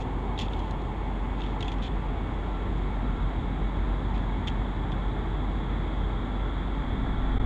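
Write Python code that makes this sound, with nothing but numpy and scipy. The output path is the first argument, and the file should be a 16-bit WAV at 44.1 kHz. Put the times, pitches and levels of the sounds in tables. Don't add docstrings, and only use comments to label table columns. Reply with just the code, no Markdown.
import sys
import numpy as np
from scipy import signal
from scipy.io import wavfile

SR = 44100
rng = np.random.default_rng(int(sys.argv[2]) if len(sys.argv) > 2 else 0)


def transcribe(signal):
    frames = np.atleast_2d(signal).T
    limited = np.clip(frames, -1, 1)
    pcm = np.round(limited * 32767).astype(np.int16)
    wavfile.write(sys.argv[1], SR, pcm)


N = 328545
TIME_S = np.arange(N) / SR


def from_db(db):
    return 10 ** (np.asarray(db) / 20)


def rms_one(x):
    return x / np.sqrt(np.mean(x ** 2) + 1e-20)


def in_time(rows):
    return np.interp(TIME_S, *np.transpose(rows))


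def ramp(start_s, length_s):
    return np.clip((TIME_S - start_s) / length_s, 0, 1)


def phase_of(hz):
    return 2 * np.pi * (np.cumsum(hz) / SR + rng.random())


def drift(rate_hz):
    step, warm_up = 40, 2000
    pole = np.exp(-2 * np.pi * step * rate_hz / SR)
    noise = rng.standard_normal(N // step + warm_up + 2)
    slow = signal.lfilter([1], [1, -2 * pole, pole * pole], noise)[warm_up:]
    return np.interp(np.arange(N) / step, np.arange(len(slow)), rms_one(slow))


def band_pass(x, edges_hz, order=2):
    return signal.sosfilt(signal.butter(order, edges_hz, "band", fs=SR, output="sos"), x)


def resonate(x, modes):
    out = 0
    for k, (hz, width_hz, db) in enumerate(modes):
        r = np.exp(-np.pi * width_hz / SR)
        poles = [1, -2 * r * np.cos(2 * np.pi * hz / SR), r * r]
        out = out + (-1) ** k * from_db(db) * (1 - r * r) / 2 * signal.lfilter([1, 0, -1], poles, x)
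    return out


def resonate_steeply(x, modes):
    return sum(resonate(resonate(x, [(hz, width, db)]), [(hz, width, 0)]) for hz, width, db in modes)


def ringing_noise(modes):
    return rms_one(sum(resonate_steeply(rng.standard_normal(N), [mode]) for mode in modes))


def banded_noise(spectrum, flicker_db):
    hz, db = np.transpose(spectrum)
    white, out = rng.standard_normal((2, N + SR // 2)), 0
    for k, centre_hz in enumerate(1000 * 2 ** (np.arange(-18, 12) / 3)):
        flicker = flicker_db * drift(13)
        if hz[0] / 2 ** .5 < centre_hz < hz[-1] * 2 ** .5:
            band = band_pass(white[k % 2], centre_hz * 2 ** (np.array([-1, 1]) / 6))[-N:]
            band_db = np.interp(np.log(centre_hz), np.log(hz), db)
            out = out + band * from_db(band_db + flicker)
    return rms_one(out)


def wavering_tone(hz, width_hz):
    phase = phase_of(np.full(N, hz))
    return rms_one((0.79 + drift(width_hz)) * np.cos(phase) + drift(width_hz) * np.sin(phase))


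def street_rush(start_db, db_per_s):
    rush = rms_one(band_pass(rng.standard_normal(N), edges_hz=[362, 489]))
    return from_db(start_db + db_per_s * TIME_S) * rush


# pitch_hz, relative_db
TYRE_SPECTRUM = [(1300, -1), (2000, 2), (2500, 0.5), (3100, -13), (4000, -26.5)]

def passing_car(peak_db, nearest_s, fade_s):
    distance = np.hypot(1, (TIME_S - nearest_s) / fade_s)
    return from_db(peak_db) / distance * banded_noise(TYRE_SPECTRUM, flicker_db=-0.2)


# pitch_hz, relative_db
AIR_SPECTRUM = [(1500, -4.5), (2200, 4.5), (2700, -8.5), (3300, 0.5), (4200, -12.5), (5000, -33.5),
                (6300, -37), (8000, -20.5), (10000, -29.5), (12500, -34), (13500, -35.5)]
# pitch_hz, width_hz, relative_db
HOUSING_MODES = [(3313, 520, 7), (6760, 930, -12), (7220, 1000, -14)]

def housing_hiss(air_db, ring_db):
    air = banded_noise(AIR_SPECTRUM, flicker_db=0.5)
    return from_db(air_db) * air + from_db(ring_db) * ringing_noise(HOUSING_MODES)


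ATTACK_SHARE = 0.13

def touch_pressure(length_s, fall_db):
    progress = np.linspace(0, 1, max(int(length_s * SR), 20))
    build = np.minimum(progress / ATTACK_SHARE, 1)
    ease = from_db(-fall_db * np.maximum(progress - ATTACK_SHARE, 0))
    let_go = np.minimum(5 * (1 - progress), 1)
    return build * ease * let_go


# pitch_hz, width_hz, relative_db
RUB_RING_MODES = [(3355, 680, 0)]
BODY_CLACK_MODES = [(2000, 290, -6), (2390, 140, -3), (2690, 290, 1), (3110, 270, 3)]
BRIGHT_SCRATCH_MODES = [(3830, 540, 8.5), (6900, 690, -0.5), (8900, 1850, -13)]
FINE_RUSTLE_MODES = [(10800, 4700, 0)]
# start_s, ring_db, body_over_ring_db, scratch_over_ring_db, pitch_hz, length_s
GEAR_TICKS = [(0.376, -35.5, -2, -16, 3700, .008), (0.389, -30, -2, -6, 3420, 0.0045),
              (0.397, -36, -1, -9, 3400, .008), (0.411, -39, -4, -2, 3400, 0.005),
              (.417, -36, -7, -7, 3300, .009), (0.482, -37, -5, -22, 3460, 0.0085),
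              (.533, -35, -6, -22, 3440, .006), (.59, -49, 0, -1, 3400, .016),
              (.709, -52, -4, 8, 3480, .009), (0.817, -55, -3, 3, 3400, .011),
              (1.406, -40, -7, -18, 3330, 0.0075), (1.417, -36.5, -4, -18, 3370, 0.01),
              (1.435, -44, 0, -19, 3420, 0.016), (1.462, -43, -7, -15, 3450, .01),
              (1.606, -36, -3, -10, 3470, .012), (1.625, -32, -2, -12, 3460, .008),
              (1.628, -39, -2, -12, 3470, 0.0078), (1.645, -50, -4, -4, 3400, .01),
              (1.657, -47, -10, -18, 3400, .009), (1.68, -31, -0.5, -13, 3480, 0.0066),
              (1.685, -45, -1, -14, 3350, .02), (1.716, -43.5, 3, -4, 3480, 0.02),
              (1.738, -44, -6, -10, 3450, .009), (1.783, -49, -4, -7, 3400, .012),
              (1.878, -38, -14, -26, 3440, 0.0081), (1.915, -48, -2, -11, 3400, .007),
              (2.78, -56, -6, 0, 3400, .008), (4.472, -26, -5, -19, 3330, 0.0052),
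              (4.476, -25.5, -7, -14, 3390, 0.0047), (4.481, -24, -2.5, -14, 3230, 0.0067),
              (4.486, -34, -7, -17, 3260, 0.008), (4.497, -44, -1, -3, 3300, .012),
              (4.918, -35, -8, -28, 3330, 0.013)]
# start_s, ring_db, body_over_ring_db, scratch_over_ring_db, rustle_db, length_s
GEAR_RUBS = [(-.005, -44, 1, -7.5, -84, 0.034), (0.381, -39, 0.5, -5, -64, 0.052),
             (0.419, -42.5, -1, -11, -72, .056), (0.48, -54.5, 2.5, -6, -72.5, .26),
             (1.368, -50, 0, -16, -90, 0.22), (1.585, -52.5, -1, -7, -87, .15),
             (1.816, -40, -5, -14, -77.5, 0.069), (4.135, -47, 0, -20, -82, 0.073),
             (4.205, -64, -3, -5, -76.5, .06), (4.469, -46, -5, -8, -71, 0.028)]

def scuffs(gain_db, rustle_gain_db, impact_db, slips_per_s):
    out, tail = np.zeros(N), SR // 20
    slips = rng.standard_normal(N) * (0.45 + (rng.random(N) < slips_per_s / SR))
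    for start_s, *_, length_s in GEAR_TICKS:
        slips[int((start_s + ATTACK_SHARE * length_s) * SR)] += from_db(impact_db)
    cushioned = band_pass(slips, edges_hz=[1490, 9400], order=4)

    def add(start_s, pressure, force, modes, level_db, through=resonate):
        at, n = max(int(start_s * SR), 0), len(pressure)
        spot = [(hz * (1 + rng.normal(0, 0.021)), width, db + rng.normal(0, 1.1))
                for hz, width, db in modes]
        sound = through(np.pad(force[at:at + n] * pressure, (0, tail)), spot)
        sound *= np.sqrt(np.sum(pressure ** 2) / np.sum(sound ** 2))
        out[at:at + n + tail] += from_db(level_db) * sound

    def touch(start_s, pressure, ring_modes, level_db, body_db, scratch_db):
        add(start_s, pressure, cushioned, ring_modes, level_db, through=resonate_steeply)
        add(start_s, pressure, cushioned, BODY_CLACK_MODES, level_db + body_db)
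        add(start_s, pressure, cushioned, BRIGHT_SCRATCH_MODES, level_db + scratch_db)

    for start_s, ring_db, body_db, scratch_db, pitch_hz, length_s in GEAR_TICKS:
        pressure = touch_pressure(length_s, fall_db=17.5)
        ring_modes = [(pitch_hz, 390, 0)]
        touch(start_s, pressure, ring_modes, ring_db + gain_db, body_db, scratch_db)
    for start_s, ring_db, body_db, scratch_db, rustle_db, length_s in GEAR_RUBS:
        pressure = touch_pressure(length_s, fall_db=5.5)
        touch(start_s, pressure, RUB_RING_MODES, ring_db + gain_db, body_db, scratch_db)
        add(start_s, pressure, slips, FINE_RUSTLE_MODES, rustle_db + rustle_gain_db)
    return out


# pitch_hz, width_hz, relative_db
OIL_WHISTLE_MODES = [(3220, 110, -4.5), (3409, 137, -0.5), (3520, 110, -5.5)]
OIL_HISS_MODES = [(3653, 340, -3), (3837, 160, 0)]

def valve(whistle_db, whistle_db_per_s, open_db, shut_db):
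    opening = ramp(start_s=1.2, length_s=2)
    whistle = from_db(whistle_db + whistle_db_per_s * TIME_S) * ringing_noise(OIL_WHISTLE_MODES)
    hiss = from_db(shut_db + (open_db - shut_db) * opening) * ringing_noise(OIL_HISS_MODES)
    return whistle + hiss


def pump_whine(firing_hz, swell_db, start_db, db_per_s):
    pitch_hz = 1348 * firing_hz / firing_hz.mean() + 1.7 * drift(7.85)
    level_db = start_db + db_per_s * TIME_S + swell_db + 0.5 * drift(4.6)
    return from_db(level_db) * np.sqrt(2) * np.sin(phase_of(pitch_hz))


def gear_whine(start_db, db_per_s):
    level_db = start_db + db_per_s * TIME_S + 0.5 * drift(0.84)
    return from_db(level_db) * wavering_tone(hz=2221, width_hz=21)


# pitch_hz, width_hz, relative_db
CHURN_MODES = [(799, 147, 0), (906, 150, -1.5)]

def fan_whine(swell_db, level_db, churn_over_tone_db):
    blades = wavering_tone(hz=867, width_hz=8.7)
    blades += from_db(churn_over_tone_db) * ringing_noise(CHURN_MODES)
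    early_db = 6 * np.exp(-(TIME_S / 2.3) ** 2)
    return from_db(level_db + swell_db + early_db) * blades


# peak_s, pump_boost_db, fan_boost_db
WHINE_SWELLS = [(.55, 1, 1.5), (1.6, 11, 3), (2.58, 12, 0.5), (3.1, 9.5, 2.5), (4.2, 2, 5.5), (4.5, -2, 7),
                (6.5, 6, -3), (7.25, 6, 3.5)]
# pitch_hz, level_db, width_hz
MACHINE_TONES = [(40.2, -47, .5), (80.5, -44, 1), (120, -51, 1), (181, -53, 1.5), (261, -51, 1.5),
                 (296, -53, 3), (327, -51, 3), (362, -58, 3), (378, -55, 2), (421, -53.5, 3),
                 (1132, -64, 6), (1640, -68, 6), (1725, -69, 6), (1777, -67, 5), (1820, -69, 6),
                 (2000, -65, 6), (2130, -69, 7), (2590, -75, 6)]

def machinery(firing_hz):
    pump_swell_db, fan_swell_db = sum(np.outer(boosts_db, np.exp(-((TIME_S - peak_s) / 0.19) ** 2))
                                      for peak_s, *boosts_db in WHINE_SWELLS)
    whines = pump_whine(firing_hz, pump_swell_db, start_db=-67, db_per_s=1.29)
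    whines += gear_whine(start_db=-60, db_per_s=-0.4)
    whines += fan_whine(fan_swell_db, level_db=-56.5, churn_over_tone_db=3)
    return whines + sum(from_db(db) * wavering_tone(hz, width) for hz, db, width in MACHINE_TONES)


# pitch_hz, relative_db
FAN_SPECTRUM = [(350, -14.5), (560, -1.5), (700, -3), (830, 6), (1000, 2), (1180, -3), (1500, -26.5),
                (2200, -20)]

def fan_rush(effort_db, level_db):
    return from_db(level_db - 0.3 * effort_db) * banded_noise(FAN_SPECTRUM, flicker_db=-0.94)


# pitch_hz, relative_db
RUMBLE_SPECTRUM = [(14, -23), (24, -7), (34, -10.5), (48, 1), (62, 0.5), (95, 0.5), (130, -3), (190, -4.5),
                   (255, -4.5), (340, -12.5), (470, -17.5), (620, -18.5), (900, -31.5)]
CLATTER_SPECTRUM = [(800, -12.5), (1100, 8.5), (1450, 4.5), (1850, -1.5), (2100, 4.5), (2450, -7.5)]

def rumble_and_clatter(firing_phase, effort_db, rumble_db, clatter_db, clatter_db_per_s):
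    pulse = rms_one(1 + 0.098 * np.cos(firing_phase) * (1 + .5 * drift(6.1)))
    rumble = from_db(rumble_db + 0.69 * effort_db) * banded_noise(RUMBLE_SPECTRUM, flicker_db=-0.1)
    treble_cut = signal.butter(10, 2320, fs=SR, output="sos")
    clatter = signal.sosfilt(treble_cut, banded_noise(CLATTER_SPECTRUM, flicker_db=0.74))
    clatter *= from_db(clatter_db + 0.71 * effort_db + clatter_db_per_s * TIME_S)
    return pulse * (rumble + clatter)


DRONE_LEVELS_DB = [0, -23.5, -18.5, -31.5, -25]
LOPE_LEVELS_DB = [2, -15, -21, -22, -24, -10.5]
# pitch_hz, width_hz, relative_db
SILENCER_MODES = [(41, 19, 0)]

def exhaust(firing_phase, effort_db, drone_db, lope_db, boom_db):
    def tones(levels_db, first_multiple):
        return np.sqrt(2) * sum(from_db(db) * np.sin(multiple * firing_phase + 2 * np.pi * rng.random())
                                for multiple, db in zip(first_multiple + np.arange(len(levels_db)),
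                                                        levels_db))

    drone = from_db(drone_db + 0.49 * effort_db) * tones(DRONE_LEVELS_DB, 1)
    lope = from_db(lope_db) * ramp(start_s=6.74, length_s=0.73) * tones(LOPE_LEVELS_DB, 0.5)
    throb = 1 + 0.06 * wavering_tone(hz=5.8, width_hz=2)
    boom = from_db(boom_db + 2.3 * effort_db) * ringing_noise(SILENCER_MODES)
    return throb * drone + lope + boom


# time_s, firing_hz
ENGINE_SPEED = [(0, 47.22), (.7, 47.23), (1.1, 47.34), (3.6, 47.27), (4.6, 47.2), (6.4, 47.26),
                (7.45, 47.05)]
# time_s, effort_db
ENGINE_EFFORT = [(0, -3.5), (1.2, -2.1), (3.2, 0.8), (4.3, 0.75), (6.6, 0.2), (7.3, 2)]

def scene():
    firing_hz, effort_db = in_time(ENGINE_SPEED), in_time(ENGINE_EFFORT)
    firing_phase = phase_of(firing_hz)
    crane = exhaust(firing_phase, effort_db, drone_db=-30.5, lope_db=-31, boom_db=-43.2)
    crane += rumble_and_clatter(firing_phase, effort_db, rumble_db=-33.5,
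                                clatter_db=-50, clatter_db_per_s=0.4947)
    crane += fan_rush(effort_db, level_db=-43.5)
    crane += machinery(firing_hz)
    crane += valve(whistle_db=-65.5, whistle_db_per_s=1.67, open_db=-63, shut_db=-71.5)
    street = street_rush(start_db=-46, db_per_s=-1)
    street += passing_car(peak_db=-56, nearest_s=2, fade_s=1.26)
    near = housing_hiss(air_db=-59, ring_db=-61)
    near += scuffs(gain_db=-3.5, rustle_gain_db=-8, impact_db=13, slips_per_s=3000)
    return (crane + street + near)[None]


def record(dry):
    dip_s, dip_length_s, cutoff_hz = 7.3905, .013, 13300
    dip_db = -18 * np.exp(-(2 * (TIME_S - dip_s) / dip_length_s) ** 6)
    treble_cut = signal.ellip(10, .1, 80, cutoff_hz, fs=SR, output="sos")
    return signal.sosfilt(treble_cut, dry * from_db(dip_db))


dry = scene()
out = record(dry)
transcribe(out)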